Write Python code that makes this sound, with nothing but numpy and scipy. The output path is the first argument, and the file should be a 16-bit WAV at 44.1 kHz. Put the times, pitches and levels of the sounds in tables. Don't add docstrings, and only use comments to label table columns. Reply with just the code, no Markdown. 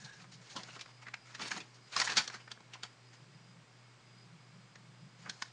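import sys
import numpy as np
from scipy import signal
from scipy.fft import rfft, irfft
from scipy.io import wavfile

SR = 44100
rng = np.random.default_rng(int(sys.argv[2]) if len(sys.argv) > 2 else 0)


def log_audio(samples):
    frames = np.atleast_2d(samples).T
    limited = np.clip(frames, -1, 1)
    pcm = np.round(limited * 32767).astype(np.int16)
    wavfile.write(sys.argv[1], SR, pcm)


N = 243431
TIME = np.arange(N) / SR
LEAD_S = .015


def from_db(db):
    return 10 ** (np.asarray(db) / 20)


def rms_one(x):
    return x / np.sqrt(np.mean(x ** 2) + 1e-20)


def drift(per_s):
    targets = rng.standard_normal(2000)
    return rms_one(np.interp(TIME * per_s, np.arange(len(targets)), targets))


def envelope(start, length, attack_s, release_s):
    early = np.maximum(start - TIME, 0)
    late = np.maximum(TIME - start - length, 0)
    return from_db(-60 * np.minimum(early / attack_s + late / release_s, 3))


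def colour(x, spectrum):
    size = 4096
    hz, db = np.transpose(spectrum)
    grid_hz = np.maximum(np.arange(size // 2 + 1) * SR / size, 1)
    gains = from_db(np.interp(np.log(grid_hz), np.log(hz), db))
    cepstrum = irfft(np.log(gains))
    cepstrum[1:size // 2] *= 2
    cepstrum[size // 2 + 1:] = 0
    click_response = irfft(np.exp(rfft(cepstrum)))
    return signal.fftconvolve(x, click_response)[:len(x)]


def resonance(x, hz, width_hz):
    r = np.exp(-np.pi * width_hz / SR)
    feedback = [1, -2 * r * np.cos(2 * np.pi * hz / SR), r * r]
    return signal.lfilter(np.array([1, 0, -1]) * (1 - r * r) / 2, feedback, x)


def grains(samples, per_s, spread_db):
    sizes = from_db(spread_db * np.minimum(rng.exponential(1, samples), 4))
    signs = rng.choice([-1, 1], samples)
    clicks = rng.random(samples) < per_s / SR
    return rms_one(sizes * signs * clicks)


def hiss():
    # f/Hz, level/dB
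    hiss_tone = [(25, -8), (90, -11), (140, 7.5), (250, 1), (400, 0), (600, -2), (1200, -1), (2100, -4),
                 (3300, -7), (4500, -9.5), (6200, -13), (7600, -13.5), (9200, -22), (11000, -60)]
    # f/Hz, width/Hz, level/dB
    whine_bands = [(2194, 23, -79), (4300, 27, -83), (4917, 110, -73), (5640, 60, -85), (7400, 270, -88.5)]
    sound = from_db(-63.5) * rms_one(colour(rng.standard_normal(N), hiss_tone))
    for hz, width_hz, db in whine_bands:
        whine = resonance(rng.standard_normal(N), hz, width_hz)
        flicker = from_db(3 * drift(per_s=14))
        sound += from_db(db) * rms_one(whine * flicker)
    return sound


def rumble():
    # start/s, length/s, level/dB
    swells = [(0, 0.037, -53), (0.184, 0.22, -63), (0.592, 0.11, -63), (3.235, 0.35, -63),
              (4.156, 0.06, -63), (4.319, 0.034, -56), (4.586, 0.018, -56), (4.8, 0.11, -60.5),
              (5.038, 0.023, -55), (5.272, .02, -55.5)]
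    # f/Hz, level/dB
    rumble_tone = [(90, -43.5), (135, 14.5), (170, 16), (200, 8), (240, -7.5), (400, -47)]
    levels = [from_db(db) * envelope(start, length, attack_s=.39, release_s=.28)
              for start, length, db in swells]
    return np.max(levels, axis=0) * rms_one(colour(rng.standard_normal(N), rumble_tone))


def hum():
    hum_hz, first_dip_s, dip_every_s = 120.5, .143, .352
    turn = 2 * np.pi * (TIME - first_dip_s) / dip_every_s
    dip = np.exp(6 * (np.cos(turn) - 1))
    slip = -.75 * np.arctan2(np.sin(turn), 1.1 - np.cos(turn))
    level_db = -62.5 - 11 * dip + .25 * drift(per_s=8.6)
    return from_db(level_db) * np.sqrt(2) * np.sin(2 * np.pi * hum_hz * TIME + slip)


def room(x):
    fade_s, first_echo_s = .22, .004
    t = TIME[:SR // 2]
    echoes = rng.standard_normal(len(t)) * from_db(-60 * t / fade_s) * (t > first_echo_s)
    return signal.fftconvolve(x, echoes / np.sqrt(np.sum(echoes ** 2)))[:N]


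def squeak():
    hz, width_hz = 1633, 130
    pressure = envelope(start=0, length=.15, attack_s=.044, release_s=.25)
    slips = grains(N, per_s=1500, spread_db=4)
    ringing = resonance(resonance(slips, hz, width_hz), hz, 2 * width_hz)
    return from_db(-60) * pressure * rms_one(ringing)


def flap():
    # t/s, level/dB
    bumps = [(.585, -57), (1.438, -49), (1.573, -48), (2.12, -58.5), (2.178, -49.5)]
    # f/Hz, level/dB
    flap_tone = [(40, -50), (90, -13), (140, 0), (210, 3), (310, -1), (430, -1.5), (700, -35)]
    bend = sum(from_db(db) * envelope(start, 0, attack_s=.16, release_s=.19) for start, db in bumps)
    return bend * rms_one(colour(grains(N, per_s=1200, spread_db=2.5), flap_tone))


def stroke(start, length):
    slide = envelope(start, length, attack_s=.044, release_s=.11)
    creep = from_db(-12) * envelope(start, length, attack_s=.21, release_s=.6)
    return np.maximum(slide, creep)


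def sheet_ring(low_hz, high_hz, width_hz, per_s, patchy_db, count):
    pitches = np.linspace(low_hz, high_hz, count) + rng.normal(0, width_hz / 4, count)
    ringing = 0
    for hz in pitches:
        clicks = grains(N, per_s, spread_db=1.5) * from_db(patchy_db * drift(per_s=45))
        ringing += resonance(clicks, hz, width_hz)
    return rms_one(ringing)


def rustle():
    # start/s, length/s, card level/dB, paper level/dB
    strokes = [(0, 0.093, -62.5, -59.5), (0.128, 0.1, -65, -64), (0.323, 0.021, -62.5, -55),
               (0.417, .07, -64, -64), (.5, 0.03, -58.5, -53.5), (0.584, 0.02, -54, -55),
               (0.648, 0.12, -59, -59.5), (0.878, 0.033, -64.5, -69), (1.021, 0.0087, -57.5, -62.5),
               (1.258, 0.15, -61.5, -64), (1.409, 0.05, -44.5, -48), (1.459, 0.027, -48.5, -47),
               (1.51, 0.068, -47.5, -50), (1.747, 0.0062, -70, -60.5), (1.927, 0.045, -45, -46.5),
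               (1.97, 0.055, -37.5, -37.5), (2.045, 0.0089, -42.5, -37.5), (2.093, 0.042, -41.5, -46.5),
               (2.18, 0.026, -39.5, -41.5), (2.235, 0.012, -56, -50.5), (2.32, 0.028, -54.5, -55.5),
               (2.402, 0.0085, -57.5, -69), (2.509, .004, -57, -62), (2.742, 0.01, -50.5, -77),
               (2.85, .008, -57, -62), (3.134, 0.012, -60.5, -60.5), (5.19, 0.29, -68.5, -66)]
    # f/Hz, level/dB
    card_tone = [(40, -14), (100, -6), (170, -9.5), (300, -7.5), (550, -1), (1100, -2), (1700, -0.5),
                 (2500, -3), (3500, -4), (6000, -56)]
    # f/Hz, level/dB
    paper_tone = [(1500, -32.5), (2800, -4.5), (4400, 1), (5600, -1.5), (6900, -1.5), (7800, -2),
                  (9300, -4), (11000, -57)]
    card_gain, paper_gain = 0, 0
    for start, length, card_db, paper_db in strokes:
        motion = stroke(start, length)
        card_gain = np.maximum(card_gain, from_db(card_db) * motion)
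        paper_gain = np.maximum(paper_gain, from_db(paper_db) * motion)
    card_ring = sheet_ring(800, 2900, width_hz=150, per_s=600, patchy_db=3.5, count=11)
    paper_ring = sheet_ring(3000, 7100, width_hz=280, per_s=1000, patchy_db=3.2, count=13)
    card = colour(.65 * grains(N, per_s=3000, spread_db=3) + .5 * card_ring, card_tone)
    paper = colour(.51 * grains(N, per_s=3200, spread_db=4.5) + paper_ring, paper_tone)
    waver = rms_one(from_db(1.5 * drift(per_s=90)))
    return waver * (card_gain * rms_one(card) + paper_gain * rms_one(paper))


def thump_level(when, fade_s, flex_db, flex_hz):
    lifted_s, landed_s = .78, 1.38
    force_db = .37 * (flex_db + 42.5)
    contact_db = 3 * np.log2(fade_s / .032)
    panel_db = -5 * np.log2(flex_hz / 1590)
    carried_db = -5 * (lifted_s < when < landed_s)
    return -55 + force_db + contact_db + panel_db + carried_db


def snap_part(fade_s, tone, hz, width_hz, ring_db, lead_db, rise_s):
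    # multiple of its main pitch, level/dB
    panel_modes = [(.72, -13.5), (1.002, 5.5), (1.36, -5)]
    t = TIME[:SR // 6] - LEAD_S
    after, before = np.maximum(t, 0), np.minimum(t, 0)
    dying = from_db(-60 * after / fade_s)
    giving = from_db(lead_db + 60 * before / (.61 * fade_s))
    buckling = 1 - np.exp(-after / rise_s)
    force = grains(len(t), per_s=14000, spread_db=1) * dying * np.maximum(giving, buckling)
    ringing = sum(from_db(ring_db + db) * resonance(force, hz * multiple, width_hz)
                  for multiple, db in panel_modes)
    sound = colour(force + ringing, tone)
    span_s = .01
    return sound * np.sqrt(span_s * SR / np.sum(sound ** 2))


def snaps():
    # t/s, base fade time/s, flex level/dB, crack level/dB, flex f/Hz, crack f/Hz
    events = [(0.046, 0.048, -69, -48.5, 2600, 4280), (0.242, 0.029, -56.5, -65, 1230, 3000),
              (0.553, 0.12, -55, -58, 680, 3300), (0.5625, 0.061, -41.5, -40, 1000, 3040),
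              (0.633, 0.023, -56.5, -48, 1830, 5000), (0.685, 0.043, -53.5, -66, 1450, 4200),
              (0.762, 0.036, -50, -57, 1170, 2970), (0.7925, 0.039, -51.5, -52.5, 2560, 4500),
              (0.81, 0.038, -50, -44.5, 2460, 2960), (0.859, 0.016, -55, -62, 1420, 3210),
              (1.067, 0.057, -46.5, -59, 1880, 3020), (1.083, 0.019, -47, -58, 1810, 3020),
              (1.14, 0.017, -40, -48, 2520, 2900), (1.348, .031, -46.5, -47, 1790, 4100),
              (1.394, 0.053, -45, -48.5, 1420, 3150), (1.515, 0.023, -35.5, -40.5, 1710, 4370),
              (1.564, 0.046, -44.5, -47.5, 1260, 4070), (1.602, 0.049, -47, -48, 2580, 3400),
              (1.964, 0.018, -32, -32, 1160, 5100), (2.0, .012, -34, -30.5, 2520, 4500),
              (2.016, 0.025, -31.5, -33, 1920, 4620), (2.074, 0.04, -33, -39, 1720, 2970),
              (2.098, 0.054, -36.5, -37.5, 1690, 4300), (2.119, .04, -40, -39.5, 1690, 4250),
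              (2.169, 0.06, -31, -23.5, 1450, 4420), (2.177, 0.036, -30, -27, 2420, 3370),
              (2.277, 0.017, -48.5, -39, 1170, 4260), (2.299, 0.026, -46.5, -53, 1510, 4200),
              (2.341, 0.064, -44.5, -47.5, 1680, 4440), (2.477, 0.018, -51.5, -64, 1660, 4650),
              (2.516, 0.018, -50, -43, 1590, 3300), (2.574, 0.02, -60, -79, 1650, 3360),
              (2.605, 0.012, -61.5, -65, 980, 2940), (2.735, 0.045, -51, -48, 2770, 2940),
              (2.833, 0.026, -46.5, -40.5, 1470, 3300), (4.756, 0.018, -55.5, -59.5, 1830, 4120),
              (5.26, 0.1, -45.5, -63, 1610, 3110), (5.296, 0.019, -45.5, -39, 1620, 3600),
              (5.4223, 0.014, -38.5, -39, 1525, 4950)]
    # f/Hz, level/dB
    thump_tone = [(40, -24), (90, -14.5), (170, 0.5), (300, -4), (480, -5), (700, -2), (1100, -9.5),
                  (2500, -101)]
    # f/Hz, level/dB
    flex_tone = [(400, -22), (800, -1), (1100, 4.5), (1600, 1.5), (2300, -0.5), (2850, -8), (4500, -44)]
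    # f/Hz, level/dB
    crack_tone = [(1500, -12.5), (2750, -2.5), (3350, 2.5), (5000, 2.5), (6800, -2), (7800, -10.5),
                  (9300, -19), (11000, -36.5)]
    track = np.zeros(N + SR)
    for when, fade_s, flex_db, crack_db, flex_hz, crack_hz in events:
        thump_db = thump_level(when, fade_s, flex_db, flex_hz)
        thump = snap_part(fade_s * 2, thump_tone, hz=196,
                          width_hz=45, ring_db=-14, lead_db=-9.5, rise_s=.0009)
        flex = snap_part(fade_s * 1.72, flex_tone, flex_hz,
                         width_hz=290, ring_db=12.5, lead_db=-10, rise_s=.0002)
        crack = snap_part(fade_s * 1.74, crack_tone, crack_hz,
                          width_hz=460, ring_db=-1.5, lead_db=-12.5, rise_s=.00014)
        snap = from_db(thump_db) * thump + from_db(flex_db) * flex + from_db(crack_db) * crack
        start = max(round((when - LEAD_S) * SR), 0)
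        track[start:start + len(snap)] += snap
    return track[:N]


def scene():
    sheets = snaps() + rustle() + flap() + squeak()
    background = hiss() + rumble() + hum()
    return (sheets + from_db(-14) * room(sheets) + background)[None]


def record(dry):
    cutoff_hz = 11000
    return signal.sosfilt(signal.ellip(10, .3, 80, cutoff_hz, fs=SR, output="sos"), dry)


dry = scene()
out = record(dry)
log_audio(out)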